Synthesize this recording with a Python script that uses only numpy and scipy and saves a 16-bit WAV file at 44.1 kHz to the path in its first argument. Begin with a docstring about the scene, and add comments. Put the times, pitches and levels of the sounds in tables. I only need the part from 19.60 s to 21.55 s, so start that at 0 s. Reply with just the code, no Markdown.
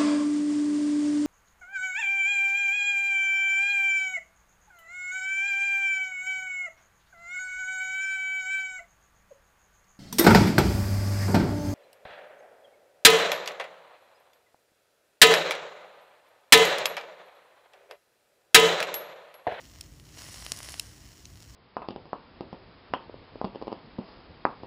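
"""A quiet room: a vaporiser with an open coil is fired close to the microphone.
The button clicks as two noisy contacts ring the case; liquid on the hot wire boils in a fizz of random
tiny bursts over steam hiss, and spits larger pops, each a pressure cycle with a low puff and a spray.
On release the sizzle sinks to a simmer, then the button is pressed again.
Under it all lie a low rumble of filtered noise, a faint hum of three sines and an even hiss."""
import sys
import numpy as np
from scipy import signal
from scipy.fft import rfft, irfft, next_fast_len
from scipy.io import wavfile
from scipy.ndimage import uniform_filter1d

SR = 44100
rng = np.random.default_rng(int(sys.argv[2]) if len(sys.argv) > 2 else 0)


def transcribe(signal):
    """Save signal, clipped to [-1, 1], as a 16-bit WAV file at the path in sys.argv[1]."""
    frames = np.atleast_2d(signal).T
    limited = np.clip(frames, -1, 1)
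    pcm = np.round(limited * 32767).astype(np.int16)
    wavfile.write(sys.argv[1], SR, pcm)


N = 85995
T = np.arange(N) / SR  # s

# Peaks of the close sound's colour, as near reflections or the microphone give it.
# Each row: centre in Hz, bell width (two sigma) in Hz, boost in dB.
NEAR_BELLS = [(680, 200, 4), (1090, 240, 3), (1950, 400, 5), (2950, 520, 5.5), (4300, 620, 3),
              (5200, 280, 4.5), (5670, 320, 4.3), (6850, 480, 4.5), (7770, 200, 5.5), (8620, 280, 6.5),
              (9380, 360, 7), (10100, 520, 5), (11250, 620, 5), (13800, 320, 5), (15090, 240, 4.5)]


def undb(db):
    """Decibels to amplitude ratio."""
    return 10 ** (np.asarray(db) / 20)


def unit(x):
    """Scale to an rms of 1."""
    return x / np.sqrt(np.mean(x ** 2))


def curve(rows):
    """Gain per sample from (s, dB) rows, linear in dB between them."""
    return undb(np.interp(T, *np.array(rows).T))


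def add(out, at_s, x):
    """Mix a short sound in at a time."""
    i = max(int(round(at_s * SR)), 0)
    out[i:i + len(x)] += x[:max(N - i, 0)]


def colour(x, points=None, bells=()):
    """Causal minimum-phase filter from a smooth spectrum and bell-shaped peaks."""
    size = 2 * next_fast_len(N)
    f_hz = np.arange(size // 2 + 1) * SR / size
    gain_db = np.zeros(len(f_hz))
    if points is not None:
        hz, level_db = np.array(points).T
        gain_db += np.interp(np.log(f_hz + 1), np.log(hz), level_db)
    for hz, width_hz, boost_db in bells:
        gain_db += boost_db * np.exp(-(2 * (f_hz - hz) / width_hz) ** 2 / 2)
    # fold the cepstrum onto positive time: minimum phase
    cepstrum = irfft(np.log(undb(gain_db)))
    cepstrum[1:size // 2] *= 2
    cepstrum[size // 2 + 1:] = 0
    response = np.exp(rfft(cepstrum))
    return irfft(rfft(x, size) * response)[:N]


def ring(modes):
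    """Modes of a struck part: sines of alternating sign, each decaying exponentially."""
    t = np.arange(SR // 16) / SR
    out = np.zeros(len(t))
    for k, (hz, db, t60_s) in enumerate(modes):
        out += (-1) ** k * undb(db - 60 * t / t60_s) * np.sin(2 * np.pi * hz * t)
    return out


def room():
    """A wavering rumble, a faint hum and an even hiss."""
    # Wavering of the rumble. Each row: time in s, relative level in dB.
    rumble_level = [(0, -0.5), (.12, -4), (.2, 4.5), (.23, -3), (.29, 3), (.4, 4.5), (.48, 1), (.85, 2.5),
                    (1.2, 2), (1.29, 3.5), (1.36, -0.5), (1.46, 4.5), (1.55, -2.5), (1.74, 3), (1.81, -4),
                    (1.95, 5)]
    # Rumble spectrum. Each row: frequency in Hz, relative level in dB.
    rumble_colour = [(20, -36), (32, -23), (42, -6.5), (52, 0.5), (70, -1.5), (105, -1.5), (150, -6),
                     (220, -18), (400, -26.5), (1500, -58)]
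    # Hum of the room. Each row: frequency in Hz, rms level in dB.
    hum_tones = [(53.5, -64), (308, -73), (667, -82)]
    # Hiss spectrum. Each row: frequency in Hz, relative level in dB.
    hiss_colour = [(60, -21), (200, 1.5), (310, 2.5), (430, -5.5), (700, -10.5), (1500, -15), (4000, -19),
                   (10000, -18.5), (15500, -23)]
    rumble_db, hiss_rms_db = -54.5, -60.5
    rumble = unit(colour(rng.standard_normal(N), rumble_colour))
    rumble = undb(rumble_db) * curve(rumble_level) * rumble
    hum = np.zeros(N)
    for hz, rms_db in hum_tones:
        hum += np.sqrt(2) * undb(rms_db) * np.sin(2 * np.pi * (hz * T + rng.random()))
    hiss = undb(hiss_rms_db) * unit(colour(rng.standard_normal(N), hiss_colour))
    return rumble + hum + hiss


def fizz(spectrum, per_s, spread_db, steam_db, flutter_db):
    """Tiny bursts of uneven size over a hiss of steam, fluttering in level, with the close colour."""
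    size = undb(spread_db * np.minimum(rng.standard_normal(N), 2.0))  # capped at two sigma
    hits = rng.random(N) < per_s / SR
    bursts = unit(size * hits * rng.choice([-1, 1], N))
    steam = undb(steam_db) * rng.standard_normal(N)
    flutter = rng.standard_normal(N)
    for _ in range(2):
        flutter = uniform_filter1d(flutter, size=500)
    x = (bursts + steam) * undb(flutter_db * unit(flutter))
    return unit(colour(x, spectrum, NEAR_BELLS))


def simmer():
    """Sparse uneven bursts on the warm wire."""
    # Simmer strength. Each row: time in s, level in dB.
    simmer_level = [(0, -57.5), (.19, -56), (.24, -58), (.33, -62), (.42, -64), (.49, -57), (.6, -51),
                    (1.25, -57), (1.48, -57), (1.68, -58), (1.78, -58.5), (1.95, -56)]
    # Simmer spectrum. Each row: frequency in Hz, relative level in dB.
    simmer_colour = [(200, -15), (700, -0.5), (1500, 2), (3500, -0.5), (5500, 4.5), (7300, 2), (8600, -6.5),
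                     (11000, -28), (16000, 1)]
    bubbling = fizz(simmer_colour, per_s=900, spread_db=10, steam_db=1.5, flutter_db=1.26)
    return curve(simmer_level) * bubbling


def boil():
    """Dense bursts of the full boil on the hot wire."""
    # Boil strength. Each row: time in s, level in dB.
    boil_level = [(0, -88), (.44, -75), (.54, -62), (.62, -51.5), (.74, -49), (.84, -49.5), (.905, -48),
                  (.935, -46.5), (1.05, -47.5), (1.13, -47), (1.19, -48.5), (1.24, -52.5), (1.31, -61),
                  (1.95, -76)]
    # Boil spectrum. Each row: frequency in Hz, relative level in dB.
    boil_colour = [(150, -6), (350, -8.5), (550, -7.5), (1500, -4), (3500, -6), (5300, 0), (7200, -5),
                   (10500, -6.5), (12200, -14.5), (15400, -17)]
    bubbling = fizz(boil_colour, per_s=3000, spread_db=8.0, steam_db=1, flutter_db=1.22)
    return curve(boil_level) * bubbling


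def pops():
    """Each drop bursts with one pressure cycle, a low puff of escaping steam and a brief spray."""
    # Drops bursting on the wire. Each row: start in s, relative level in dB,
    # pulse time scale in ms, puff level against the pulse in dB.
    drops = [(.0079, -40, 0.052, -31), (0.0151, -37, 0.045, -18), (.0405, -42, 0.042, -26),
             (0.045, -42.5, 0.054, -22), (.0544, -36.5, 0.048, -19), (0.065, -44, 0.058, -22),
             (0.098, -39, 0.044, -22), (0.1366, -40, 0.047, -27), (0.16, -39, 0.055, -21),
             (.399, -35, 0.047, -22), (0.4535, -43, 0.04, -31), (0.4907, -38, 0.042, -28),
             (.5743, -31, 0.064, -20), (0.5852, -29.5, 0.029, -25), (.6123, -37, 0.082, -8),
             (0.6202, -27.5, 0.063, -17), (0.643, -33, 0.078, -22), (0.6663, -30, 0.052, -19),
             (.688, -32, .08, -14), (.743, -25.5, 0.038, -10), (.7606, -29.5, 0.063, -15),
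             (0.8011, -33, 0.045, -25), (0.8245, -28.5, 0.071, -28), (0.8495, -27.5, 0.023, -22),
             (0.8647, -18.5, 0.053, -24), (0.9199, -19.5, 0.031, -20), (0.9199, -10, 0.026, -27),
             (.9639, -27.5, 0.026, -24), (0.973, -26, 0.021, -32), (0.9897, -22, 0.015, -26),
             (1.0042, -25.5, 0.081, -20), (1.0307, -24, 0.028, -41), (1.06, -34, 0.062, -19),
             (1.0883, -22.5, 0.061, -25), (1.0948, -26, 0.023, -33), (1.1212, -25.5, 0.019, -24),
             (1.142, -21, .06, -29), (1.7369, -42, 0.035, -26), (1.7567, -37, 0.041, -23),
             (1.7738, -37.5, 0.039, -30), (1.804, -35, 0.035, -25), (1.8248, -34.5, 0.033, -25),
             (1.8304, -37, .045, -25), (1.842, -42, 0.033, -22)]
    # Pop spectrum. Each row: frequency in Hz, relative level in dB.
    pop_colour = [(100, -4), (600, 0), (2000, -9.5), (5500, -1.5), (7500, -2), (10000, -2), (12500, -5),
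                  (15000, -12)]
    trim_db, spray_db, spray_decay_s = -0.5, -15.5, 0.0017
    puff_hz, puff_decay_s = 780, 0.00041
    swell_ratio = 1.503  # a bubble swells this many times slower than it collapses
    lead_s = .0005  # room for the swell ahead of the start
    out, t = np.zeros(N), np.arange(SR // 40) / SR
    age = np.maximum(t - lead_s, 0)
    for at_s, db, width_ms, puff_db in drops:
        u = (t - lead_s) / (width_ms / 1000)
        u = np.where(u < 0, u / swell_ratio, u)
        pulse = u * np.exp((1 - u ** 2) / 2)
        puff = undb(puff_db) * np.sin(2 * np.pi * puff_hz * age) * np.exp(-age / puff_decay_s)
        spray = rng.standard_normal(len(t)) * (age > 0) * np.exp(-age / spray_decay_s)
        pop = pulse - puff + undb(spray_db) * spray
        add(out, at_s - lead_s, undb(db + trim_db) * pop)
    return colour(out, pop_colour, NEAR_BELLS)


def button():
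    """The switch snaps over and lands: two contacts ring the case."""
    # Fire button pressed, released, pressed. Each row: start in s, relative level in dB,
    # lag of the second contact in s, its level against the first in dB,
    # strongest ring in Hz, its boost in dB, treble level at 10 kHz in dB.
    clicks = [(0.2097, -23, .0009, 2.5, 5200, 5.5, -2.5), (1.1962, -13, 0.00075, 4.5, 2580, 5.5, -2.5),
              (1.6543, -32.5, 0.00046, 6, 6150, 9, -12.5)]
    # Modes of button and case. Each row: frequency in Hz, level in dB, t60 in s.
    case_modes = [(2750, -9.5, 0.0048), (3164, -13.5, 0.016), (3960, -5.5, 0.006), (4420, -13.5, 0.017),
                  (5240, -3, 0.0072), (5600, -9, 0.0098), (6040, -6, 0.0051), (7670, -4, 0.0058),
                  (7910, -9.5, .01), (9410, -5, 0.0087), (10500, -36, 0.0032), (12250, -19, 0.01),
                  (15000, -18, 0.0059)]
    snap_db, snap_decay_s, trim_db = -2.5, 0.0011, -7.5
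    out, case = np.zeros(N), ring(case_modes)
    snap_decay = np.exp(-T[:len(case)] / snap_decay_s)
    for at_s, db, lag_s, second_db, ring_hz, boost_db, treble_db in clicks:
        click = np.zeros(N)
        for delay_s, contact_db in ((0, 0), (lag_s, second_db)):
            snap = undb(snap_db) * rng.standard_normal(len(case)) * snap_decay
            add(click, at_s + delay_s, undb(db + contact_db + trim_db) * (case + snap))
        tone = [(300, -26), (1700, -10), (2600, -2.5), (7000, -3.5),
                (10000, treble_db), (15000, treble_db - 7)]  # Hz, dB
        out += colour(click, tone, [(ring_hz, 700, boost_db)])
    return out


def jolt():
    """The biggest spit knocks the body of the device, which rings in its modes."""
    # Modes of the jolted device. Each row: frequency in Hz, level in dB, t60 in s.
    body_modes = [(235, -46.5, 0.042), (360, -53, .022), (712, -31, 0.013), (1070, -55, 0.0081),
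                  (5480, -29.5, 0.013), (5600, -36, 0.0094)]
    spit_at_s = .9199
    out = np.zeros(N)
    add(out, spit_at_s, -ring(body_modes))
    return out


def reflections(near):
    """Early reflections off hand and table: convolution with decaying noise from 2 ms on."""
    level_db, decay_s = -26.5, .007
    tail = rng.standard_normal(N) * np.exp(-T / decay_s) * (T > .002)
    tail /= np.sqrt(np.sum(tail ** 2))
    return undb(level_db) * signal.fftconvolve(near, tail)[:N]


def scene():
    """Device sounds with their reflections, over the room."""
    near = boil() + simmer() + pops() + jolt() + button()
    return (near + reflections(near) + room())[None]


def record(dry):
    """The recorder cuts the top: a steep elliptic low-pass."""
    top_hz = 15450
    sos = signal.ellip(10, .2, 70, top_hz, fs=SR, output="sos")  # ripple, stop-band in dB
    return signal.sosfilt(sos, dry)


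dry = scene()
out = record(dry)
transcribe(out)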